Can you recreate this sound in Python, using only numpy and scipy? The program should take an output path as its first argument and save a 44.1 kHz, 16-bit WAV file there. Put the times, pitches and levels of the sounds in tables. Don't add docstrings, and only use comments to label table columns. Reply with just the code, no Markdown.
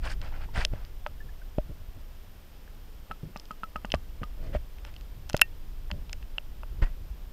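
import sys
import numpy as np
from scipy import signal
from scipy.fft import rfft, irfft
from scipy.io import wavfile
from scipy.ndimage import uniform_filter1d

SR = 44100
rng = np.random.default_rng(int(sys.argv[2]) if len(sys.argv) > 2 else 0)


def store_pcm(level_fs):
    pcm = np.round(np.clip(level_fs, -1, 1) * 32767).astype(np.int16)
    wavfile.write(sys.argv[1], SR, np.atleast_2d(pcm).T)


N = 322841
T = np.arange(N) / SR
AGE = np.arange(SR // 4) / SR


def undb(db):
    return 10 ** (np.asarray(db) / 20)


def unit(x):
    return x / np.sqrt(np.mean(x ** 2))


def add(out, s, x):
    i = max(int(s * SR), 0)
    out[i:i + len(x)] += x[:max(len(out) - i, 0)]


def colour(x, points, tilt_db=0):
    octave = np.log2(np.maximum(np.fft.rfftfreq(len(x), 1 / SR), 1))
    hz, db = np.transpose(points)
    gain_db = np.interp(octave, np.log2(hz), db) + tilt_db * np.maximum(octave - 8, 0)
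    bass_cut = np.minimum(2 ** octave / hz[0], 1) ** 2
    return unit(irfft(rfft(x) * undb(gain_db) * bass_cut, len(x)))


def band(x, hz, width_hz):
    w = 2 * np.pi * hz / SR
    a = np.sin(w) * width_hz / hz / 2
    return signal.lfilter([a, 0, -a], [1 + a, -2 * np.cos(w), 1 - a], x)


def walk(rate):
    k = max(int(SR / rate), 1)
    held = np.repeat(rng.standard_normal(N // k + 1), k)
    return uniform_filter1d(held, k)[:N]


def fade(t60):
    return np.exp(-np.log(1000) * AGE / t60)


def ring(hz, t60, glide=0):
    bend = 1 + glide * np.minimum(AGE / t60, 1) / 2
    return fade(t60) * np.sin(2 * np.pi * hz * AGE * bend)


def push(contact):
    return np.sin(np.pi * np.minimum(AGE / contact, 1)) ** 2


def flow(rumble_db=6):
    # (time [s], level before rumble_db is added [dB])
    flow_push = [(0.0, -35), (0.51, -38), (0.67, -33.5), (0.81, -42.5), (2.1, -46), (2.42, -53.5),
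                 (2.83, -47.5), (3.34, -51), (4.08, -44), (4.32, -42.5), (4.44, -37.5), (4.71, -45.5),
                 (5.36, -45.5), (5.75, -40.5), (6.16, -42.5), (6.63, -43), (6.77, -39.5), (7.32, -45.5)]
    # (frequency [Hz], relative level per Hz [dB])
    eddy_spectrum = [(8.8, -31.5), (15, 7), (27, 4.5), (37, -1.5), (51, -3), (119, -20.5), (226, -35.5),
                     (291, -34), (327, -36), (500, -42.5), (650, -64.5), (1100, -120)]
    eddies = colour(rng.standard_normal(N), eddy_spectrum)
    eddies /= np.sqrt(uniform_filter1d(eddies ** 2, size=SR // 8))
    return eddies * undb(rumble_db + np.interp(T, *np.transpose(flow_push)))


def floor(hiss_db=-57.5, whine_hz=13906, whine_db=-71, waver_hz=1, frame_hz=60, throb=0.63, swing=.45, fuzz_db=-78):
    # (frequency [Hz], relative level per Hz [dB])
    hiss_spectrum = [(150, -84), (300, -88.5), (600, -91.5), (1000, -95), (2200, -100), (3200, -99),
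                     (4300, -104.5), (5100, -102.5), (6200, -108), (9300, -111), (10200, -108),
                     (11800, -113), (13700, -111), (14500, -113)]
    hiss = undb(hiss_db) * colour(rng.standard_normal(N), hiss_spectrum)
    frame = 2 * np.pi * frame_hz * T
    carrier = 2 * np.pi * np.cumsum(whine_hz + waver_hz * walk(60)) / SR
    phase_swing = swing * np.sin(frame) + swing / 2 * np.sin(2 * frame)
    whine = unit(np.sin(carrier - phase_swing))
    fuzz = unit(band(band(rng.standard_normal(N), 13780, 1200), 13780, 1200))
    return hiss + (undb(whine_db) * whine + undb(fuzz_db) * fuzz) * (1 + throb * np.cos(frame))


def swarm(length, per_s, spread_db, cycles):
    when, pitch, size = rng.random((int(per_s * length / SR), 3)).T
    hz = 500 * 24 ** pitch
    turns = hz[:, None] * AGE[AGE < .012]
    strength = undb(spread_db * -np.log(0.014 + size)) * np.sqrt(hz)
    decay = np.exp(-np.log(1000) * turns / cycles)
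    grains = strength[:, None] * decay * np.sin(2 * np.pi * turns)
    place = (when * length).astype(int)[:, None] + np.arange(turns.shape[1])
    return unit(np.bincount(place.ravel(), grains.ravel(), length)[:length])


def swells(table, spectrum, fizz):
    out = np.zeros(N)
    for s, length, db, tilt_db, rising in table:
        spray = colour(rng.standard_normal(len(AGE)), [(60, 1), (500, -6.5), (15000, -12)])
        water = swarm(len(AGE), per_s=3000, spread_db=3.5, cycles=16) + fizz * spray
        up_and_down = np.interp(AGE / length, [0, min(rising, 1), 1], [0, 1, 0])
        swell = np.sin(np.pi / 2 * up_and_down) ** 2
        add(out, s, undb(db) * swell * colour(water, spectrum, tilt_db))
    return out


def splashes():
    # (start [s], length [s], rms at the crest [dB], tilt [dB per octave], share of the length spent rising)
    splash_events = [(.015, 0.092, -37.5, 1.5, 0.52), (.08, 0.076, -41, 4, 0.38), (.19, 0.15, -47, 0, 0.4),
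                     (.285, .15, -48, -1.5, 0.47), (.385, 0.093, -47.5, 0, .42),
                     (.528, 0.097, -34.5, 1, 0.47), (.582, 0.079, -35.5, 2, 0.36),
                     (.71, 0.23, -53.5, -0.5, 0.094), (3.085, 0.046, -41.5, -8, 0.59),
                     (4.4, 0.17, -58.5, 3, 0.24), (4.51, 0.072, -44.5, -.5, 0.67),
                     (4.85, 0.073, -52, 0.5, 0.35), (6.815, 0.044, -36.5, 0, .25),
                     (6.831, 0.081, -52, 1, 0.41)]
    # (frequency [Hz], relative level per Hz [dB])
    splash_spectrum = [(100, 4.5), (400, -7), (600, -1), (850, -1), (1100, -5.5), (1400, 0.5), (2000, -2),
                       (3100, -5.5), (3800, -13.5), (4400, -10.5), (5100, -10.5), (6000, -19.5),
                       (9500, -23), (15000, -47)]
    return swells(splash_events, splash_spectrum, fizz=0.76)


def click(db, hz, width_hz, crack_db=-11, crack_t60=0.0088, skirt_db=-28):
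    # (frequency [Hz], t60 [s], level before a random 2 dB either way [dB])
    housing_modes = [(600, 0.047, -14), (850, 0.009, -5), (1460, 0.008, -7), (1956, 0.0056, -5),
                     (2658, 0.0096, -5), (3122, 0.0046, -2), (4244, 0.005, -8.5), (5090, 0.0092, -10),
                     (6150, 0.0041, -9.5), (7260, 0.0038, -12), (10760, .005, -13), (12700, .004, -12.5)]
    t = AGE[AGE < .04]
    mode_hz, t60, mode_db = np.transpose(housing_modes)[:, :, None]
    louder, detune, side = rng.uniform(-1, 1, (3, len(housing_modes), 1))
    gain = undb(mode_db + 2 * louder) * np.sign(side)
    decay = np.exp(-np.log(1000) * t / t60)
    modes = gain * decay * np.sin(2 * np.pi * mode_hz * (1 + 0.019 * detune) * t)
    crack = undb(crack_db) * fade(crack_t60)[:len(t)] * rng.standard_normal(len(t))
    shell = modes.sum(axis=0) + crack
    favoured = unit(band(band(shell, hz, width_hz), hz, 2 * width_hz))
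    skirt = undb(skirt_db) * unit(band(shell, 4000, 16000))
    x = favoured + skirt
    return undb(db) * x / np.sqrt(np.mean(x[t < .002] ** 2))


def clicks():
    # (time [s], rms of the first 2 ms [dB], centre [Hz], width [Hz], rms of the hollow body's first 2 ms [dB])
    click_events = [(.216, -40.5, 3870, 3000, -50), (.65, -19, 4700, 4460, -41),
                    (.8497, -48, 4360, 3000, -59), (1.064, -26, 1010, 690, -36.5),
                    (3.373, -44.5, 5470, 2000, -65), (3.398, -41.5, 5240, 2520, -58),
                    (3.455, -51, 4650, 3000, -68), (3.9034, -42, 2960, 1200, -60),
                    (3.9193, -23, 3400, 1780, -49), (3.94, -25, 1980, 1000, -37),
                    (3.9457, -35.5, 4500, 3950, -53), (4.85, -42.5, 3300, 5030, -44),
                    (4.964, -43.5, 3570, 1180, -60), (5.2978, -33.5, 7050, 6960, -35),
                    (5.3313, -37, 4340, 4000, -54), (5.3459, -26.5, 1550, 696, -42),
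                    (5.3669, -31.5, 8000, 11100, -39), (5.3943, -36.5, 1700, 2500, -42),
                    (5.9038, -38.5, 950, 790, -54), (5.9138, -30, 3180, 2480, -36.5),
                    (6.095, -44, 3500, 3500, -49), (6.1297, -34, 6060, 3480, -51),
                    (6.131, -34.5, 1980, 1490, -52), (6.227, -47.5, 2600, 1800, -58),
                    (6.3821, -23.5, 2730, 636, -35), (6.6335, -38.5, 750, 1110, -49)]
    out = np.zeros(N)
    for s, db, hz, width_hz, body_db in click_events:
        add(out, s, click(db, hz, width_hz) + click(body_db, hz=1170, width_hz=1100))
    return out


def bubbles(rise_s=0.0037):
    # (time [s], level before the soft onset [dB], starting frequency [Hz], t60 [s])
    bubble_events = [(.488, -32, 925, 0.022), (1.203, -37, 1730, 0.057), (1.289, -38, 1710, .028),
                     (1.417, -36, 1520, .025), (2.677, -25, 1600, 0.007), (4.546, -32.5, 1860, .04),
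                     (6.82, -35.5, 1839, .12), (6.845, -48, 1916, 0.16)]
    out = np.zeros(N)
    for s, db, hz, t60 in bubble_events:
        add(out, s, undb(db) * ring(hz, t60, glide=0.042) * (1 - np.exp(-AGE / rise_s)))
    return out


def gurgles():
    # (start [s], length [s], rms at the crest [dB], tilt [dB per octave], share of the length spent rising)
    gurgle_events = [(.565, 0.049, -34, 2, 0.46), (1.2, 0.11, -51.5, -4, 0.58),
                     (1.685, .05, -41, -1.5, 0.26), (1.95, 0.058, -47, -8, .3),
                     (3.225, 0.13, -42.5, -7.5, 0.081), (4.21, 0.023, -34.5, 0.5, 0.46),
                     (4.32, 0.26, -44.5, 0.5, 0.61), (4.52, 0.057, -37, 3.5, 0.56),
                     (5.905, 0.14, -42.5, -5, 0.13), (6.815, 0.034, -32.5, -1.5, 0.22)]
    # (frequency [Hz], relative level per Hz [dB])
    gurgle_spectrum = [(110, 8.5), (300, -1.5), (480, -3), (660, -5), (850, -30), (2000, -19), (8000, -53)]
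    return swells(gurgle_events, gurgle_spectrum, fizz=1.37)


def surges(rise_s=0.0011, t60=0.12, flex_ratio=2.44, flex_db=-12.5, flex_t60=0.066):
    # (time [s], level of the rocking before its onset and decay [dB], rocking frequency [Hz])
    surge_events = [(.577, -15, 45), (.719, -30, 104), (1.157, -33.5, 43), (1.587, -20, 39.5),
                    (3.232, -29, 150), (3.945, -21, 69.3), (4.556, -17, 54.3), (5.922, -24, 70),
                    (6.822, -6.5, 31)]
    out = np.zeros(N)
    for s, db, hz in surge_events:
        rocking = ring(hz, t60) + undb(flex_db) * ring(flex_ratio * hz, flex_t60)
        add(out, s, undb(db) * rocking * (1 - np.exp(-AGE / rise_s)))
    return out


def knocks(lowest_hz=608, shell_db=-23, flex_hz=125, flex_t60=0.032, flex_db=-10):
    # (time [s], push [dB], contact [s], ring [dB], ring t60 [s])
    knock_events = [(.6503, -38, 0.002, -31, .029), (0.7342, -24.5, 0.0034, -30.5, .023),
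                    (1.5827, -13.5, .0028, -20, 0.041), (3.9404, -11.5, .0014, -14.5, 0.017),
                    (4.5481, -34, 0.00286, -20.5, 0.05), (5.3424, -13, 0.0036, -13.5, 0.021)]
    out = np.zeros(N)
    for s, db, contact, ring_db, t60 in knock_events:
        add(out, s, -undb(db) * push(contact))
        add(out, s + contact / 2, click(db + shell_db, hz=1250, width_hz=1000))
        add(out, s + 0.67 * contact, undb(ring_db) * ring(lowest_hz, t60))
        add(out, s + contact, undb(db + flex_db) * ring(flex_hz, flex_t60))
    return out


def notches(contact=0.00072, ring_t60=0.054, flex_hz=195, flex_t60=0.032, flex_db=-8,
            shell_db=-9, upper_db=-18.5, catch_s=0.0059, catch_db=-46):
    # (time [s], push [dB], starting frequency of the ring [Hz], ring [dB])
    notch_events = [(1.0637, -52, 1300, -37.5), (3.1121, -28, 1314, -28.5), (3.3601, -28, 1190, -40.5),
                    (3.508, -29.5, 1273, -30.5), (3.6337, -27.5, 1315, -26), (3.7585, -24, 1275, -25.5),
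                    (3.8475, -22.5, 1214, -40), (3.9483, -27, 1170, -35.5), (4.2326, -25, 1240, -31)]
    out = np.zeros(N)
    for s, db, hz, ring_db in notch_events:
        add(out, s, -undb(db) * push(contact))
        add(out, s + 2 * contact, undb(db + flex_db) * ring(flex_hz, flex_t60))
        shell = click(db + shell_db, hz=1150, width_hz=870)
        upper = click(db + upper_db, hz=2820, width_hz=600)
        add(out, s + contact / 2, shell + upper)
        add(out, s + 0.73 * contact, undb(ring_db) * ring(hz, ring_t60, glide=-0.03))
        add(out, s + catch_s, click(catch_db, hz=3700, width_hz=13000))
    return out


def ticking(tick_hz=4200, tick_width_hz=6000, spread_db=3):
    # (start [s], end [s], rate [ticks per s], middling rms of a tick's first 2 ms [dB])
    tick_spells = [(4.75, 5.05, 12, -52), (5.29, 5.314, 80, -44), (5.348, 5.38, 80, -41)]
    out = np.zeros(N)
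    for start, end, per_s, db in tick_spells:
        for s in np.arange(start, end, 1 / per_s):
            louder, octaves = rng.uniform(-1.06, 1, 2)
            late_s = rng.random() / per_s / 2
            add(out, s + late_s, click(db + spread_db * louder, tick_hz * 2 ** octaves, tick_width_hz))
    return out


def snap(snap_s=5.4167, let_go_lead_s=0.0024, thud_lead_s=0.0007):
    # (frequency [Hz], t60 [s], level [dB])
    mount_modes = [(1840, 0.13, -37), (2420, .08, -41), (2700, 0.05, -15), (2778, .045, -24),
                   (2720, 0.029, -11)]
    out = np.zeros(N)
    add(out, snap_s - let_go_lead_s, click(db=-20.0, hz=8900, width_hz=12000))
    add(out, snap_s - thud_lead_s, click(db=-16.5, hz=1500, width_hz=840))
    clack = click(db=-10.5, hz=2700, width_hz=2600) + click(db=-18.5, hz=11000, width_hz=3700)
    add(out, snap_s, clack)
    add(out, snap_s, sum(undb(db) * ring(hz, t60) for hz, t60, db in mount_modes))
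    return out


def scene():
    water = flow() + splashes() + bubbles() + gurgles() + surges()
    handling = clicks() + knocks() + notches() + ticking() + snap()
    return (floor() + water + handling)[None]


def record(dry):
    bass_cut = signal.butter(1, 8, "high", fs=SR, output="sos")
    top_cut = signal.ellip(8, .2, 70, 15500, fs=SR, output="sos")
    return signal.sosfilt(top_cut, np.clip(signal.sosfilt(bass_cut, dry), -1, 1))


dry = scene()
out = record(dry)
store_pcm(out)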